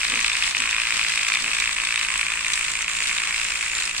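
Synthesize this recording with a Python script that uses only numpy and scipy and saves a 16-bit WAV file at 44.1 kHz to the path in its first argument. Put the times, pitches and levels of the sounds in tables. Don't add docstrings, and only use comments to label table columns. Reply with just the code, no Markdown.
import sys
import numpy as np
from scipy import signal
from scipy.fft import rfft, irfft, next_fast_len
from scipy.io import wavfile
from scipy.ndimage import map_coordinates

SR = 44100
rng = np.random.default_rng(int(sys.argv[2]) if len(sys.argv) > 2 else 0)


def generate_wav(signal):
    frames = np.transpose(np.atleast_2d(signal))
    scaled = np.clip(frames, -1, 1) * 32767
    pcm = np.round(scaled).astype(np.int16)
    wavfile.write(sys.argv[1], SR, pcm)


N = 176400
TIME = np.arange(N) / SR

# frequency in Hz, gain in dB.
RUMBLE_COLOUR = [(12, -12), (20, 4), (50, 1.5), (75, -9), (97, -12.5), (130, -6), (216, -10.5), (262, -14),
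                 (304, -9.5), (380, -16.5), (462, -11.5), (560, -13.5), (700, -10.5), (910, -44),
                 (1540, -120)]
BUMP_COLOUR = [(40, -29), (150, -12), (260, -3.5), (350, -13), (470, -10), (700, -19), (2000, -60)]
# centre in seconds, level in dB, half-width in seconds.
BUMPS = [(0.15, -41, 0.052), (0.62, -48, 0.055), (0.947, -52, .05), (1.455, -45.5, 0.046)]
# frequency in Hz, time to decay by 60 dB in seconds.
ROOM_T60 = [(200, 0.084), (2500, 0.46), (10000, 0.098)]
# time in seconds, frequency in Hz, level in dB.
WHISTLE = [(0, 7980, -41), (1.2, 7820, -41), (2.198, 7950, -39), (2.5, 7500, -51), (2.948, 7200, -35),
           (3.3, 7250, -43), (3.78, 7160, -36.5), (4, 7170, -48)]
# time in seconds, level in dB.
WHIRR_LEVEL = [(0.0, -33.5), (0.28, -35), (2.45, -32), (2.52, -28), (2.82, -31.5), (2.87, -49),
               (2.88, -31.5), (3.85, -31), (3.94, -34), (4.0, -28.5)]
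SCRAPE_LEVEL = [(0.0, -29), (0.32, -29.5), (0.4, -29), (0.44, -26), (0.69, -33.5), (0.71, -29),
                (0.77, -36.5), (0.91, -28), (2.46, -35.5), (2.71, -36), (3.14, -31.5), (3.32, -36),
                (3.39, -30.5), (3.6, -36), (3.89, -33.5), (3.92, -36), (4.0, -33)]
CHATTER_LEVEL = [(0, -33.5), (.3, -31), (1, -32), (1.4, -32), (2.1, -33), (2.8, -35), (3.2, -33),
                 (4, -35.5)]
# frequency in Hz, gain in dB.
WHIRR_COLOUR = [(300, -23), (800, -20.5), (1200, -6.5), (2500, 4.5), (4000, -15), (6000, -6), (6700, -5),
                (7250, 0.5), (7900, 1.5), (9000, -0.5), (9650, -15), (10600, -20.5), (11200, -29),
                (15500, -26)]
SCRAPE_COLOUR = [(500, -23.5), (1200, -6.5), (2500, 1.5), (3600, -0.5), (4700, -0.5), (5700, -3),
                 (6500, -6), (9000, -5), (10000, -21.5), (16000, -34)]
TAP_COLOUR = [(100, -31.5), (600, -28), (820, -19), (1080, -7), (1450, -10.5), (1900, -5.5), (2480, -3.5),
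              (2800, -11), (3200, -7), (4500, -18.5), (8500, -18), (10000, -36), (16000, -58)]
TICK_COLOUR = [(200, -32), (900, -22), (2000, 0), (3100, 1), (3600, 5.5), (4800, 2.5), (6000, 2),
               (7000, 1.5), (8000, 4.5), (9200, 2.5), (9700, -19), (10600, -15), (11300, -21), (15500, -28)]
# start in seconds, relative level in dB, ring frequency in Hz.
SHARP_TICKS = [(.0996, -13, 3570), (.1519, -16, 6200), (.2038, -13, 6200), (.2275, -18, 6000),
               (.2443, -14, 3450), (.2796, -16, 4300), (.2973, -17, 5400), (.3316, -13, 3590),
               (.3671, -15, 5000), (.4376, -12, 3520), (.4559, -17, 3390), (.489, -16, 7800),
               (.5107, -18, 3710), (.5804, -13, 5900), (.6047, -16, 7900), (.7102, -14, 3540),
               (.8146, -16, 8000), (.9073, -15, 7700), (.977, -14, 5180), (1.0852, -15, 3960),
               (1.1538, -17, 4970), (1.1776, -16, 3610), (1.2328, -16, 7900), (1.2825, -15, 3400),
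               (1.2859, -14, 8000), (1.3328, -16, 4400), (1.3513, -15, 3580), (1.4228, -16, 4900),
               (1.5487, -15, 3630), (1.6007, -11, 3910), (1.7286, -15, 3520), (1.8508, -13, 3520),
               (1.9595, -15, 3700), (1.992, -17, 3900), (2.1398, -17, 7850), (2.1775, -16, 7900),
               (2.4823, -15, 6300), (2.5345, -9, 6200), (2.539, -12, 7400), (2.6423, -14, 7500),
               (2.7171, -16, 7300), (2.8216, -13, 6000), (2.9664, -15, 7200), (3.0373, -15, 4190),
               (3.0721, -13, 3700), (3.1792, -14, 3700), (3.4448, -15, 7400), (3.7515, -15, 7200),
               (3.7826, -15, 7200), (3.8006, -15, 7200), (3.8346, -16, 7300), (3.8542, -16, 5300),
               (3.9802, -14, 4500)]
# centre in seconds, level change in dB.
AIRBORNE = [(0.537, -9), (1.755, -3), (2.076, -2.5), (2.436, -1), (2.868, -4), (3.699, -2), (3.924, -5)]
# time in seconds, speed in turns per second.
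MOTOR_SPEED = [(0.0, 55.96), (0.3, 56.35), (0.65, 55.55), (0.85, 56.6), (1.05, 56.11), (1.2, 54.04),
               (1.38, 57.26), (1.55, 55.49), (1.68, 56.79), (1.78, 55.54), (1.92, 56.89), (2.1, 55.04),
               (2.35, 55.72), (2.48, 54.32), (2.7, 55.87), (3.15, 56.01), (3.55, 56.59), (4.0, 55.71)]
# time in seconds, level in dB.
HOP_LEVEL = [(0, -8.8), (.7, -7), (1.1, -8.5), (1.6, -8.2), (2.3, -9.8), (2.8, -12.3), (3.1, -10),
             (3.5, -12.5), (4, -14)]
# time in seconds, level change in dB.
SKIPS = [(.088, -5), (.229, -13), (.265, -7), (.336, -8), (.389, -9), (.407, -9), (.46, -7), (.496, -18),
         (.514, -8), (.532, -28), (.586, -15), (.711, -13), (.889, -5), (.942, -7), (1.085, -7),
         (1.157, -10), (1.391, -7), (1.409, -6), (1.427, -12), (1.497, -6), (1.711, -10), (1.729, -16),
         (1.747, -27), (1.855, -5), (1.996, -8), (2.068, -14), (2.124, -6), (2.176, -19), (2.249, -9),
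         (2.357, -8), (2.429, -15), (2.484, -8), (2.594, -8), (2.666, -8), (2.702, -7), (2.719, -9),
         (2.863, -14), (2.934, -16), (3.04, -7), (3.071, -8), (3.149, -8), (3.256, -8), (3.291, -7),
         (3.469, -7), (3.54, -7), (3.575, -9), (3.646, -9), (3.806, -5), (3.859, -18), (3.931, -8),
         (3.985, -6)]
# start in seconds, level in dB.
LANDINGS = [(.1215, -8), (.1933, -8), (.2122, -8), (.2466, -4.5), (.2998, -7), (.3535, -7), (.4249, -5.5),
            (.4442, -7.5), (.478, -6.5), (.5494, -5.5), (.5688, -8.5), (.6026, -6), (.6392, -7.5),
            (.7839, -6.5), (.8713, -6), (.9242, -7.5), (.9947, -5.5), (1.066, -8), (1.1758, -7),
            (1.231, -8.5), (1.2488, -9), (1.3015, -7), (1.3718, -7), (1.444, -7), (1.5162, -8),
            (1.7667, -11.5), (1.7851, -8.5), (1.9079, -9.5), (1.9595, -7.5), (2.0131, -7), (2.0864, -7.5),
            (2.1587, -8), (2.2307, -9), (2.267, -8.5), (2.3929, -10.5), (2.4476, -9.5), (2.5568, -10.5),
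            (2.5768, -8.5), (2.6831, -10.5), (2.8817, -8.5), (3.1296, -10.5), (3.2376, -11.5),
            (3.6632, -12), (3.7695, -12.5), (3.9489, -13.5)]
# frequency in Hz, gain in dB.
BODY_COLOUR = [(100, -46), (600, -40), (820, -34), (1080, -13), (1450, -12), (1900, -5.5), (2250, 1),
               (2480, 4), (2750, 0), (3150, -8.5), (4000, -23), (6500, -46), (8500, -22), (10000, -60),
               (16000, -61)]
# frequency in Hz, lead of the left in radians.
LEFT_LEAD = [(100, 2), (1200, -0.5), (2500, -0.27), (3200, -2), (4200, -2), (5500, -3), (7500, -3.5),
             (15000, -6.5)]
# frequency in Hz, left minus right in dB.
PORT_BALANCE = [(60, 4), (87, 12), (130, -2), (180, 4.5), (260, 4.5), (380, 3.5), (550, 1.5), (790, 1.0),
                (1140, 1), (1650, 1), (2380, 0.5), (3440, 1.5), (4970, 2), (7180, -5), (10400, 4),
                (15000, -4)]

RATTLE_TURN = .98


def amp(db):
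    return 10 ** (np.asarray(db) / 20)


def unit(x):
    return x / np.sqrt(np.mean(x ** 2) + 1e-20)


def along(points, hz):
    knot_hz, values = np.transpose(points)
    return np.interp(np.log(hz + 1), np.log(knot_hz + 1), values)


def curve(rows, t=TIME):
    return np.interp(t, *np.transpose(rows))


def wobble(rate):
    return map_coordinates(rng.standard_normal(int(N * rate / SR) + 4), [TIME * rate])


def filtered(x, response):
    size = next_fast_len(N + SR // 2)
    return irfft(rfft(x, size) * response(np.fft.rfftfreq(size, 1 / SR)), size)[..., :N]


def stereo_white(shape, coherence):
    white = rng.standard_normal((3, *shape))
    return np.sqrt(coherence) * white[0] + np.sqrt(1 - coherence) * white[1:]


def noise(colour, coherence):
    return unit(filtered(stereo_white((N,), coherence), lambda hz: amp(along(colour, hz))))


def place(times, db, shapes):
    starts = np.round(np.clip(times, 0, None) * SR).astype(int)
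    samples = starts[:, None] + np.arange(shapes.shape[1])
    return np.bincount(samples.ravel(), (shapes * amp(db)[:, None]).ravel(), N)[:N]


def impacts(times, db, grit, t60_s):
    t = np.arange(SR // 50) / SR
    blows = grit * rng.standard_normal((len(times), len(t))) * amp(-60 * t / t60_s)
    blows[:, 0] = 1
    return place(times, db, blows)


def resonate(force, colour, snap, size=4096):
    gain = amp(along(colour, np.fft.rfftfreq(size, 1 / SR)))
    cepstrum = irfft(np.log(gain))
    cepstrum[1:size // 2] *= 2
    cepstrum[size // 2 + 1:] = 0
    log_spectrum = rfft(cepstrum)
    response = np.fft.fftshift(irfft(np.exp(log_spectrum.real + 1j * snap * log_spectrum.imag)))
    response /= np.abs(response).max()
    return signal.fftconvolve(force, response)[size // 2:size // 2 + N]


def background():
    drone = amp(-55.5 + 2.5 * wobble(2)) * np.sin(2 * np.pi * 45.6 * TIME + wobble(9.8))
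    rumble = amp(-49) * noise(RUMBLE_COLOUR, coherence=.76)
    bumps = sum(amp(db) * np.exp(-((TIME - s) / width) ** 2) for s, db, width in BUMPS)
    return rumble + drone + bumps * noise(BUMP_COLOUR, coherence=.89)


def reverberation(x, positions=8):
    wet = np.zeros((2, N))
    for share in np.eye(positions):
        hz, t, spectra = signal.stft(stereo_white((SR // 2,), coherence=.17), SR, nperseg=256)
        decay = amp(-60 * t / along(ROOM_T60, hz)[:, None])
        _, tail = signal.istft(spectra * decay, SR, nperseg=256)
        crossfade = np.sqrt(np.interp(TIME, np.linspace(0, N / SR, positions), share))
        wet += signal.fftconvolve(x * crossfade, tail / np.linalg.norm(tail[0]), axes=1)[:, :N]
    return wet


def motor_whistle(width_hz=690):
    s, hz, db = np.transpose(WHISTLE)
    phase = 2 * np.pi * np.cumsum(np.interp(TIME, s, hz)) / SR
    band = [wobble(width_hz) * np.sin(phase) + wobble(width_hz) * np.cos(phase) for _ in range(2)]
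    return amp(np.interp(TIME, s, db)) * unit(np.array(band))


def whirr_and_scrape(turns, roughness_hz=300):
    swell = np.cos(2 * np.pi * (turns - RATTLE_TURN))
    whirr_db = curve(WHIRR_LEVEL) + 1.4 * swell + 2.25 * wobble(roughness_hz)
    scrape_db = curve(SCRAPE_LEVEL) + .5 * swell + 3.5 * wobble(roughness_hz)
    whirr = amp(whirr_db) * noise(WHIRR_COLOUR, coherence=.063)
    scrape = amp(scrape_db) * noise(SCRAPE_COLOUR, coherence=.36)
    return whirr + scrape


def ticks(times, db, hz, crack_t60_s=.007, ring_t60_s=.014):
    t = np.arange(1320) / SR
    cracks = stereo_white((len(times), len(t)), coherence=.25) * amp(-60 * t / crack_t60_s)
    phase = 2 * np.pi * rng.random((2, len(times), 1))
    rings = .42 * np.sin(2 * np.pi * hz[:, None] * t + phase) * amp(-60 * t / ring_t60_s)
    stereo = np.array([place(times, db, channel) for channel in cracks + rings])
    return filtered(stereo, lambda f: amp(along(TICK_COLOUR, f)))


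def rattle(turns, per_turn=2, spread_turns=.08, scatter_db=3.5):
    sharp_times, sharp_db, sharp_hz = np.transpose(SHARP_TICKS)
    turn = np.repeat(np.arange(int(turns[-1])), per_turn)
    timing, strength, detune = rng.standard_normal((len(turn), 3)).T
    times = np.interp(turn + RATTLE_TURN + spread_turns * timing, turns, TIME)
    hz = rng.choice(sharp_hz, len(turn)) * (1 + .05 * detune)
    light_ticks = unit(ticks(times, scatter_db * np.minimum(strength, 1), hz))
    return amp(-36.5) * light_ticks + ticks(sharp_times, sharp_db, sharp_hz)


def chatter(turns, taps_per_s=520, scatter_db=3.5, swing_db=2, cluster_db=1.3):
    times = rng.uniform(0, N / SR, int(taps_per_s * N / SR))
    tap_db = scatter_db * np.minimum(rng.standard_normal(len(times)), 1)
    envelope_db = curve(CHATTER_LEVEL) + swing_db * np.cos(2 * np.pi * turns) + cluster_db * wobble(22)
    force = impacts(times, tap_db, grit=.1, t60_s=.0043)
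    return amp(envelope_db) * unit(resonate(force, TAP_COLOUR, snap=1))


def knocks(turns, scatter_db=1.1, jitter_s=.0003, body_shift=.035):
    times = np.interp(np.arange(int(turns[-1]) + 1), turns, TIME)
    strength, timing, stance = rng.standard_normal((len(times), 3)).T
    db = curve(HOP_LEVEL, times) + scatter_db * strength
    times += jitter_s * timing
    for s, change_db in SKIPS:
        db[np.argmin(abs(times - s))] += change_db
    for s, landing_db in LANDINGS:
        nearest = np.argmin(abs(times - s))
        times[nearest], db[nearest] = s, landing_db
    stance = np.clip(np.round(stance), -1, 1)
    sound = np.zeros(N)
    for step in (-1, 0, 1):
        force = impacts(times[stance == step], db[stance == step], grit=.04, t60_s=.01)
        colour = np.multiply(BODY_COLOUR, [1 + step * body_shift, 1])
        sound += resonate(force, colour, snap=.376)
    return sound


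def scene(first_knock_s=.0151, airborne_s=.01):
    turns = np.cumsum(curve(MOTOR_SPEED)) / SR
    turns -= np.interp(first_knock_s, TIME, turns)
    dips = amp(sum(db * np.exp(-((TIME - s) / airborne_s) ** 2) for s, db in AIRBORNE))
    clatter = knocks(turns) + dips * (chatter(turns) + rattle(turns))
    reflections = amp(-11) * reverberation(clatter)
    hiss = dips * (whirr_and_scrape(turns) + motor_whistle())
    robot = filtered(clatter + reflections + hiss,
                     lambda hz: np.exp(.5j * np.outer([1, -1], along(LEFT_LEAD, hz))))
    return robot + background()


def record(dry):
    return filtered(dry, lambda hz: amp(np.outer([.5, -.5], along(PORT_BALANCE, hz))) * (hz < 15800))


dry = scene()
out = record(dry)
generate_wav(out)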